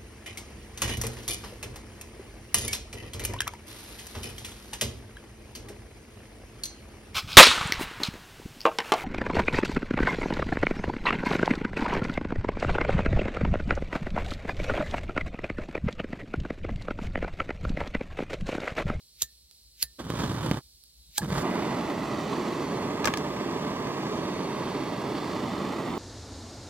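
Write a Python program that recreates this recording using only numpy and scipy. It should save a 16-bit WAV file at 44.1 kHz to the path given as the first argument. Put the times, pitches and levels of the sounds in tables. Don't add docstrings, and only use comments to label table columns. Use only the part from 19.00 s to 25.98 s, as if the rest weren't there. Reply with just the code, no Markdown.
import sys
import numpy as np
from scipy import signal
from scipy.fft import rfft, irfft, next_fast_len
from scipy.io import wavfile
from scipy.ndimage import uniform_filter1d

SR = 44100
rng = np.random.default_rng(int(sys.argv[2]) if len(sys.argv) > 2 else 0)


def dump_mix(stems):
    frames = np.atleast_2d(stems).T
    limited = np.clip(frames, -1, 1)
    pcm = np.round(limited * 32767).astype(np.int16)
    wavfile.write(sys.argv[1], SR, pcm)


def gain_from_decibels(decibels):
    exponent = np.asarray(decibels, float) / 20
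    return 10 ** exponent


N = 307818
HZ = np.fft.rfftfreq(1024, 1 / SR)[:, None]

# time_s, burn_db (below full)
LAZY = [(0.992, -6.5), (1.012, -6.5), (1.034, -16.5), (1.06, -11.5), (1.202, 1.5), (1.37, -5),
        (1.452, -1.5), (1.582, -5.5), (1.612, -27)]
# time_s, burn_db (below full)
CATCH = [(2.208, -14), (2.254, -9.5), (2.278, -19.5), (2.308, -4.5), (2.39, -0.5), (2.41, -3)]
# time_s, burn_db, treble_db (as the nozzle faces the ports)
JET = [(2.43, 6, -1.5), (2.7, 2, 1.5), (2.93, 1, -1), (3.15, 1, 1), (3.83, 0.95, -0.5), (5.18, -0.3, 1.6),
       (6.08, 0, -0.5), (6.3, -0.4, 1), (6.98, 0.5, -2.5)]
# time_s, left_port_lag_samples, board_echo_ms
TORCH = [(0, 3, 1.22), (1.85, 3.5, 1.28), (2.6, 3, 1.36), (3.15, 0.2, 1.56), (3.55, 0.9, 1.85),
         (3.9, 4, 1.83), (4.3, 4, 1.81), (5.1, 4.5, 1.78), (5.6, 2.5, 1.88), (6.4, 0.4, 1.7),
         (6.75, 0, 1.65), (7, -1.6, 1.29)]


def evened(x):
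    return x / np.sqrt(np.mean(abs(x) ** 2) + 1e-20)


def read(points, hz):
    f, value = np.transpose(points)
    return np.interp(np.log(hz + 1), np.log(f + 1), value)


def columns(tables, t):
    s, *rest = np.vstack(tables).T
    return [np.interp(t, s, c) for c in rest]


def coloured(x, tone):
    count = x.shape[-1]
    size = next_fast_len(count)
    gain = gain_from_decibels(read(tone, np.fft.rfftfreq(size, 1 / SR)))
    return evened(irfft(rfft(x, size) * gain, size)[..., :count])


def resonate(x, hz, width):
    turn = np.exp(2j * np.pi * np.cumsum(hz * np.ones(len(x))) / SR)
    r = np.exp(-np.pi * width / SR)
    smooth = signal.lfilter([1 - r], [1, -r], x / turn)
    return 2 * (turn * smooth).real


def bump(hz, width):
    return np.exp(-.5 * ((HZ - hz) / width) ** 2)


def delay(seconds):
    return np.exp(-2j * np.pi * HZ * seconds)


def add(mix, s, sound):
    part = mix[:, round(s * SR):][:, :sound.shape[1]]
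    part += sound[:, :part.shape[1]]


def spectra(x):
    return signal.stft(x, SR, nperseg=1024, noverlap=768)[1:]


def ports(z, lag, paths=1, near=1):
    # pitch_hz, left_minus_right_db
    port_balance = [(100, 0), (700, -4.5), (3000, -3.5), (5000, -0.5), (7400, 1.5), (8900, -12.5),
                    (10000, -6), (15000, -9.5)]
    # pitch_hz, likeness_share
    port_likeness = [(100, 1), (1000, 0.96), (2500, 0.9), (4500, 0.89), (7000, 0.8), (9000, 0.25),
                     (15000, .15)]
    same = np.clip(read(port_likeness, HZ), 0, 1) ** near
    heard = np.array([z[0] * delay(lag / SR), z[0]]) * paths
    scattered = np.sqrt(1 - same ** 2) * z[1:] * abs(paths)
    half = np.array([.5, -.5])[:, None, None]
    pair = (same * heard + scattered) * gain_from_decibels(half * read(port_balance, HZ))
    return signal.istft(pair, SR, nperseg=1024, noverlap=768)[1][:, :N]


def drifting(count):
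    drift_db, blur_hz, blur_s = 1.3, 220, .7
    field = rng.standard_normal((len(HZ), count))
    for _ in range(2):
        field = uniform_filter1d(field, round(blur_hz / HZ[1, 0]), 0)
        field = uniform_filter1d(field, round(blur_s * SR / 256), 1)
    return drift_db * evened(field) * np.clip(HZ / 3500, 0, 1) ** 2


def leak():
    # time_s, hiss_db, whistle_hz
    gas_flow = [(0, -60.5, 4250), (.33, -59.5, 4250), (.48, -62.5, 4250), (.55, -59.5, 4280),
                (.76, -61.5, 4200), (.95, -59, 4070), (1.66, -59.5, 4460), (1.82, -60, 4450),
                (1.95, -61, 4270), (2.1, -59, 3940)]
    # pitch_hz, level_db (per Hz)
    hiss_tone = [(130, -9), (400, -15), (1400, -30.5), (2700, -17), (3500, -9), (4250, -0.5), (5000, -4),
                 (5800, -5), (6550, -11), (8500, -8), (9700, -18.5), (11200, -7), (12500, -18.5),
                 (16000, -15)]
    # time_s, swell_db
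    rumble_swells = [(.104, -4), (.16, 4), (.45, 4), (.68, 6), (.76, 3), (.9, 10), (1.66, 10), (1.75, 6),
                     (2.0, 11), (2.09, 12)]
    t = np.arange(N) / SR
    hiss_db, whistle_hz = columns([gas_flow], t)
    rumble_db, swell_s = -68.5, 0.032
    rumble_db += sum(db * np.exp(-((t - s) / swell_s) ** 2) for s, db in rumble_swells)

    gas = coloured(rng.standard_normal((3, N)), hiss_tone)
    gas[0] += gain_from_decibels(-3.5) * evened(resonate(rng.standard_normal(N), whistle_hz, 280))
    ft, z = spectra(gas * gain_from_decibels(hiss_db))
    z = z * gain_from_decibels(0.44 * drifting(len(ft)))
    hiss = ports(z, columns([TORCH], ft)[0], near=1.5)

    low = rng.standard_normal((4, N))
    rumble = evened(resonate(resonate(low[0], 57, 7.3), 57, 30))
    rumble += gain_from_decibels(-14.5) * evened(resonate(resonate(low[1], 140, 50), 105, 80))
    rumble = rumble * gain_from_decibels(rumble_db + np.array([[2.], [-2.]]))
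    hush = gain_from_decibels(-77) * np.diff(low[2:], prepend=0)
    return hiss + rumble + hush


def strike(row, tone):
    # pitch_hz, level_db (per Hz)
    scrape_tone = [(700, -45), (1100, -24.5), (2100, -5), (3700, 2), (7000, -1.5), (9700, -14),
                   (12500, -1.5), (16000, -15)]
    s, snap_db, before_db, after_db, rebound_db = row
    t = np.arange(-.08, .14, 1 / SR)
    early, late = np.minimum(t, 0), np.maximum(t, 0)
    snap = gain_from_decibels(snap_db) * np.exp(-(t / 0.0022) ** 2)
    snap += gain_from_decibels(rebound_db) * np.exp(-((t - .0095) / 0.0012) ** 2)
    noise = rng.standard_normal((3, len(t))) * gain_from_decibels(2 * rng.standard_normal(len(t)))
    grit = coloured(noise, tone)
    speeding_up = 0.73 * np.exp(early / 0.02) + 1.0 * np.exp(early / 0.0067)
    scrape = coloured(noise, scrape_tone) * gain_from_decibels(before_db) * speeding_up
    trail = grit * gain_from_decibels(after_db) * np.exp(-late / 0.012)
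    thump = gain_from_decibels(-40 - 60 * late / 0.16) * np.sin(2 * np.pi * 62 * late) * np.clip(late / 0.016, 0, 1)
    thump += gain_from_decibels(-46.5 - 60 * late / 0.034) * np.sin(2 * np.pi * 330 * late)
    thump += gain_from_decibels(-53.0 - 60 * late / 0.15) * np.sin(2 * np.pi * 140 * late)
    return s + t[0], grit * snap + np.where(t < 0, scrape, trail) + thump


def ring(row):
    s, hz, db, t60, length = row
    t = np.arange(0, .1, 1 / SR)
    wobble = 1 + .35 * evened(uniform_filter1d(rng.standard_normal(len(t)), 150))
    held = np.clip(t / .003, 0, 1) * np.clip((length - t) / .006, 0, 1)
    tone = gain_from_decibels(db - 60 * t / t60) * np.sin(2 * np.pi * hz * t)
    return s, np.array([[1], [.3], [-.3]]) * tone * wobble * held


def knock(row):
    # pitch_hz, level_db, time_to_fall_60_db_s
    shell_modes = [(190, -19, 0.065), (383, -22, 0.07), (580, -5, 0.036), (890, 0, 0.028),
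                   (1170, -1, 0.046), (1670, -1.5, 0.033), (2230, -5.5, 0.034), (3240, -32, 0.016),
                   (6280, -10, .02), (7450, -19, 0.023)]
    s, db, hz, treble_db, pan_db = row
    t = np.arange(-.002, .05, 1 / SR)
    late = np.maximum(t, 0)
    fade = (np.exp(-late / .0015) + 0.12 * np.exp(-late / 0.018)) * np.clip(t / 0.00077, 0, 1)
    one, other = rng.standard_normal((2, len(t))) * fade
    crack_tone = [(500, -14), (0.44 * hz, -9), (hz, 0), (min(1.57 * hz, 7900), -7),
                  (9000, treble_db + 6.5), (16000, treble_db)]
    crack = coloured(np.array([one, 0.16 * np.roll(one, -3) + 0.51 * other]), crack_tone)
    crack = crack / abs(crack).max()
    edge_share = .6 if db < -35 else .15
    edge = edge_share * np.sin(2 * np.pi * hz * late) * np.exp(-((t - .0012) / 0.00035) ** 2)
    shell = 0
    shake = rng.uniform(-1, 1, (len(shell_modes), 2))
    for (f, mode_db, t60), (u, v) in zip(shell_modes, shake):
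        fall = gain_from_decibels(mode_db + 2.0 * u - 60 * late / t60)
        shell = shell + fall * np.sin(2 * np.pi * f * (1 + 0.079 * v) * late)
    shell_gain = gain_from_decibels(-11 + 1.25 * (db + 17.5))
    pan = np.array([[.5], [-.5]]) * pan_db
    return s + t[0], gain_from_decibels(db + 1.5 + pan) * (crack + edge + shell_gain * shell)


def alight(t):
    return np.digitize(t, [(LAZY[-1][0] + CATCH[0][0]) / 2, JET[0][0]])


def burning(t):
    # roar_db, body_db, rush_db, fizz_db
    full_burn = [
        (-31.5, -37.5, -47, -56),
        (-31.5, -33, -44.5, -52),
        (-33, -36.5, -52.5, -64.5),
    ]
    # roar_db, body_db, rush_db, fizz_db
    burn_follow = [
        (0.74, 0.94, 1, 0.83),
        (.2, 1.0, 0.75, 0.56),
        (0.3, 1.0, 0.26, 0.89),
    ]
    facing_share = (0, 0.34, 1.0, 0.41)
    lazy_mix, jet_mix = 0.087, .89
    which = alight(t)
    burn_db = np.choose(which, [columns([flame_table], t)[0] for flame_table in (LAZY, CATCH, JET)])
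    turn_db = columns([JET], t)[1] * (which == 2)
    want_db = np.array(full_burn)[which].T + np.array(burn_follow)[which].T * burn_db
    want_db = want_db + np.outer(facing_share, turn_db)
    jet = np.interp(t, [CATCH[-1][0], JET[0][0]], [lazy_mix, jet_mix])
    return want_db, np.clip(jet, 0, 1)


def burnouts(jet):
    per_s = 2500 + 6000 * jet
    size = gain_from_decibels((5.0 - 2.5 * jet) * np.minimum(rng.exponential(1, (3, N)), 4))
    dips = -size * (rng.random((3, N)) < per_s / SR)
    dips -= uniform_filter1d(dips, 4000)
    dips /= np.sqrt(uniform_filter1d(dips ** 2, 6000) + 1e-9)
    flutter = evened(uniform_filter1d(rng.standard_normal(N), 350))
    turbulence = rng.standard_normal((3, N))
    return (0.92 * dips + 0.55 * turbulence) * gain_from_decibels((1.44 - 0.73 * jet) * flutter)


def flame_colour(ft):
    # low_hz, high_hz
    flame_bands = [(80, 500), (500, 3000), (4000, 7500), (9000, 15000)]
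    # pitch_hz, level_db (per Hz)
    lazy_tone = [(18, -66), (30, -18), (61, -3.5), (153, -9.5), (184, -9), (373, -5.5), (702, -20.5),
                 (1160, -15.5), (2410, -31), (3670, -26.5), (4410, -31.5), (16000, -62.5)]
    # pitch_hz, level_db (per Hz)
    jet_tone = [(18, -50), (30, -17), (81, -20.5), (149, -6), (319, 2), (426, -2.5), (512, -14.5),
                (599, -10.5), (739, -12), (1070, -13.5), (1430, -22), (1950, -21), (3870, -23),
                (4530, -22.5), (16000, -59)]
    # pitch_hz, width_hz, level_db
    nozzle_modes = [(155, 41, 3.5), (596, 31, 4), (1810, 52, -1.5), (1966, 110, 3), (3060, 99, 1),
                    (3600, 240, 1.6), (3900, 170, -3), (4570, 200, 3.5), (5140, 170, -1.5), (5870, 1200, 4),
                    (7390, 790, 4.5), (9030, 440, 0), (9470, 520, -3.5), (11300, 750, -2), (13900, 300, 5)]
    # lazy_db, catching_db, jet_db
    flap_db = (5, 7.5, 0)
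    want_db, jet = burning(ft)
    lazy_db = read(lazy_tone, HZ)
    tone_db = lazy_db + np.clip(jet, 0, 1) * (read(jet_tone, HZ) - lazy_db)
    tone_db = tone_db + sum(db * bump(hz, width / 2) for hz, width, db in nozzle_modes)
    tone_db = tone_db + np.array(flap_db)[alight(ft)] * bump(145, 35)

    have_db = []
    for lo, hi in flame_bands:
        power = (gain_from_decibels(tone_db) ** 2 * (HZ > lo) * (HZ < hi)).sum(0)
        have_db.append(10 * np.log10(power / len(HZ)))
    short_db = np.array(want_db) - have_db
    centres = np.log(np.sqrt(np.prod(flame_bands, 1)))
    log_hz = np.log(HZ[:, 0] + 1)
    weights = np.array([np.interp(log_hz, centres, row) for row in np.eye(len(centres))])
    return tone_db + weights.T @ short_db + drifting(len(ft))


def echoes(ft, board_ms):
    board_share = (.2, .14)
    # delay_ms, share
    left_echoes = [(.8, -0.09), (.95, 0.24), (1.1, 0.2), (1.27, -0.23), (2.05, -0.11), (3.05, -0.13)]
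    # delay_ms, share
    right_echoes = [(.77, -0.01), (.9, 0.19), (1.67, 0.037), (1.98, 0.047), (2.8, -0.14), (2.98, -0.0044)]
    board = delay(board_ms / 1000)
    dull = np.exp(-HZ / 5000)
    paths = []
    for share, side in zip(board_share, (left_echoes, right_echoes)):
        ground = sum(g * delay(ms / 1000) for ms, g in side)
        paths.append(1 + share * board + dull * ground)
    paths = np.array(paths)
    paths[0] *= gain_from_decibels(-5 * (alight(ft) < 2) * bump(3200, 410))
    return paths


def flame():
    # start_s, peak_db
    flare_ups = [(0.991, -28), (1.041, -21), (1.1028, -15.5), (1.2351, -25.5), (1.3838, -28), (1.433, -28),
                 (1.4626, -21.5), (1.513, -17.5), (2.2194, -38), (2.2464, -31), (2.2917, -38),
                 (2.3934, -44), (2.5551, -29)]
    lights_s, kindle_s, out_s, relights_s, pop_s = .981, .014, 1.618, 2.203, .01
    t = np.arange(N) / SR
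    kindling = np.clip((t - lights_s) / kindle_s, 0, 1) ** 2
    dying = np.clip((out_s - t) / kindle_s, 0, 1)
    lit = kindling * dying + np.clip((t - relights_s) / pop_s, 0, 1)
    ft, z = spectra(burnouts(burning(t)[1]))
    z = z * gain_from_decibels(flame_colour(ft))
    lag, board_ms = columns([TORCH], ft)
    surge = np.ones(N)
    for s, db in flare_ups:
        surge += gain_from_decibels(db + 24.0) * np.exp(-np.maximum(t - s, 0) / 0.0047) * (t > s)
    return ports(z, lag, echoes(ft, board_ms)) * lit * surge


def scene():
    # start_s, snap_db, scrape_before_db, scrape_after_db, rebound_db
    strike_rows = [
        (0.2215, -19, -40.5, -27, -33),
        (0.8276, -18, -36, -29, -34.5),
        (2.1815, -18, -36, -30, -41),
    ]
    # pitch_hz, level_db (per Hz)
    strike_tones = [
        [(100, -17.5), (1700, -22.5), (2800, -17.5), (3700, -3.5), (5100, -11), (6900, 2.5), (8300, -8.5),
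         (11000, -16.5), (13800, -3.5), (16000, -23)],
        [(100, -18), (1000, -25), (1800, -13), (3000, -17), (4700, 1), (5600, -12), (7000, -7), (8700, -18.5),
         (10400, -0.5), (12200, -11), (14600, -7), (16000, -14)],
        [(100, -8), (1500, -12), (2600, -17.5), (4400, 1.5), (5500, -5.5), (7000, -1), (8300, 2.5), (9500, -17),
         (10700, -5), (13000, -10), (16000, -13.5)],
    ]
    # start_s, pitch_hz, level_db, time_to_fall_60_db_s, length_s
    cap_rings = [
        (.232, 1793, -49.5, 0.18, .1),
        (.842, 1797, -52, 0.21, .1),
        (2.181, 832, -29, 0.17, 0.031),
        (2.179, 1650, -25.5, 0.058, 0.026),
        (2.217, 1700, -28.5, 0.047, 0.014),
    ]
    # start_s, peak_db, ring_hz, treble_db, left_minus_right_db
    knock_rows = [
        (0.511, -42.5, 4760, -11, -14),
        (1.837, -40.5, 4580, 5, -9),
        (1.9775, -53, 5800, -12, -9),
        (4.0441, -17, 4100, -27, -9),
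        (4.055, -14.5, 5960, -20, 4),
        (4.0730, -16, 2330, -26.5, -10),
        (4.081, -18.5, 1340, -38, 10.5),
        (4.1381, -16.5, 3200, -26.5, -3.5),
        (4.1726, -20, 5240, -19, -4),
        (4.1832, -35.5, 6140, -27, -1),
    ]
    wheel = np.zeros((3, N))
    for row, tone in zip(strike_rows, strike_tones):
        add(wheel, *strike(row, tone))
    for row in cap_rings:
        add(wheel, *ring(row))
    mix = leak() + ports(spectra(wheel)[1], 2.3, near=0.64) + flame()
    for row in knock_rows:
        add(mix, *knock(row))
    return mix


def roll_off(x):
    return signal.sosfilt(signal.butter(12, 16130, fs=SR, output="sos"), x)


def record(dry):
    top_cut = signal.firwin(255, 16000, fs=SR)
    bass_cut = signal.butter(4, 44, "high", fs=SR, output="sos")
    mix = signal.oaconvolve(dry, top_cut[None], "same")
    mix = signal.sosfilt(bass_cut, mix)
    return roll_off(mix)


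dry = scene()
out = record(dry)
dump_mix(out)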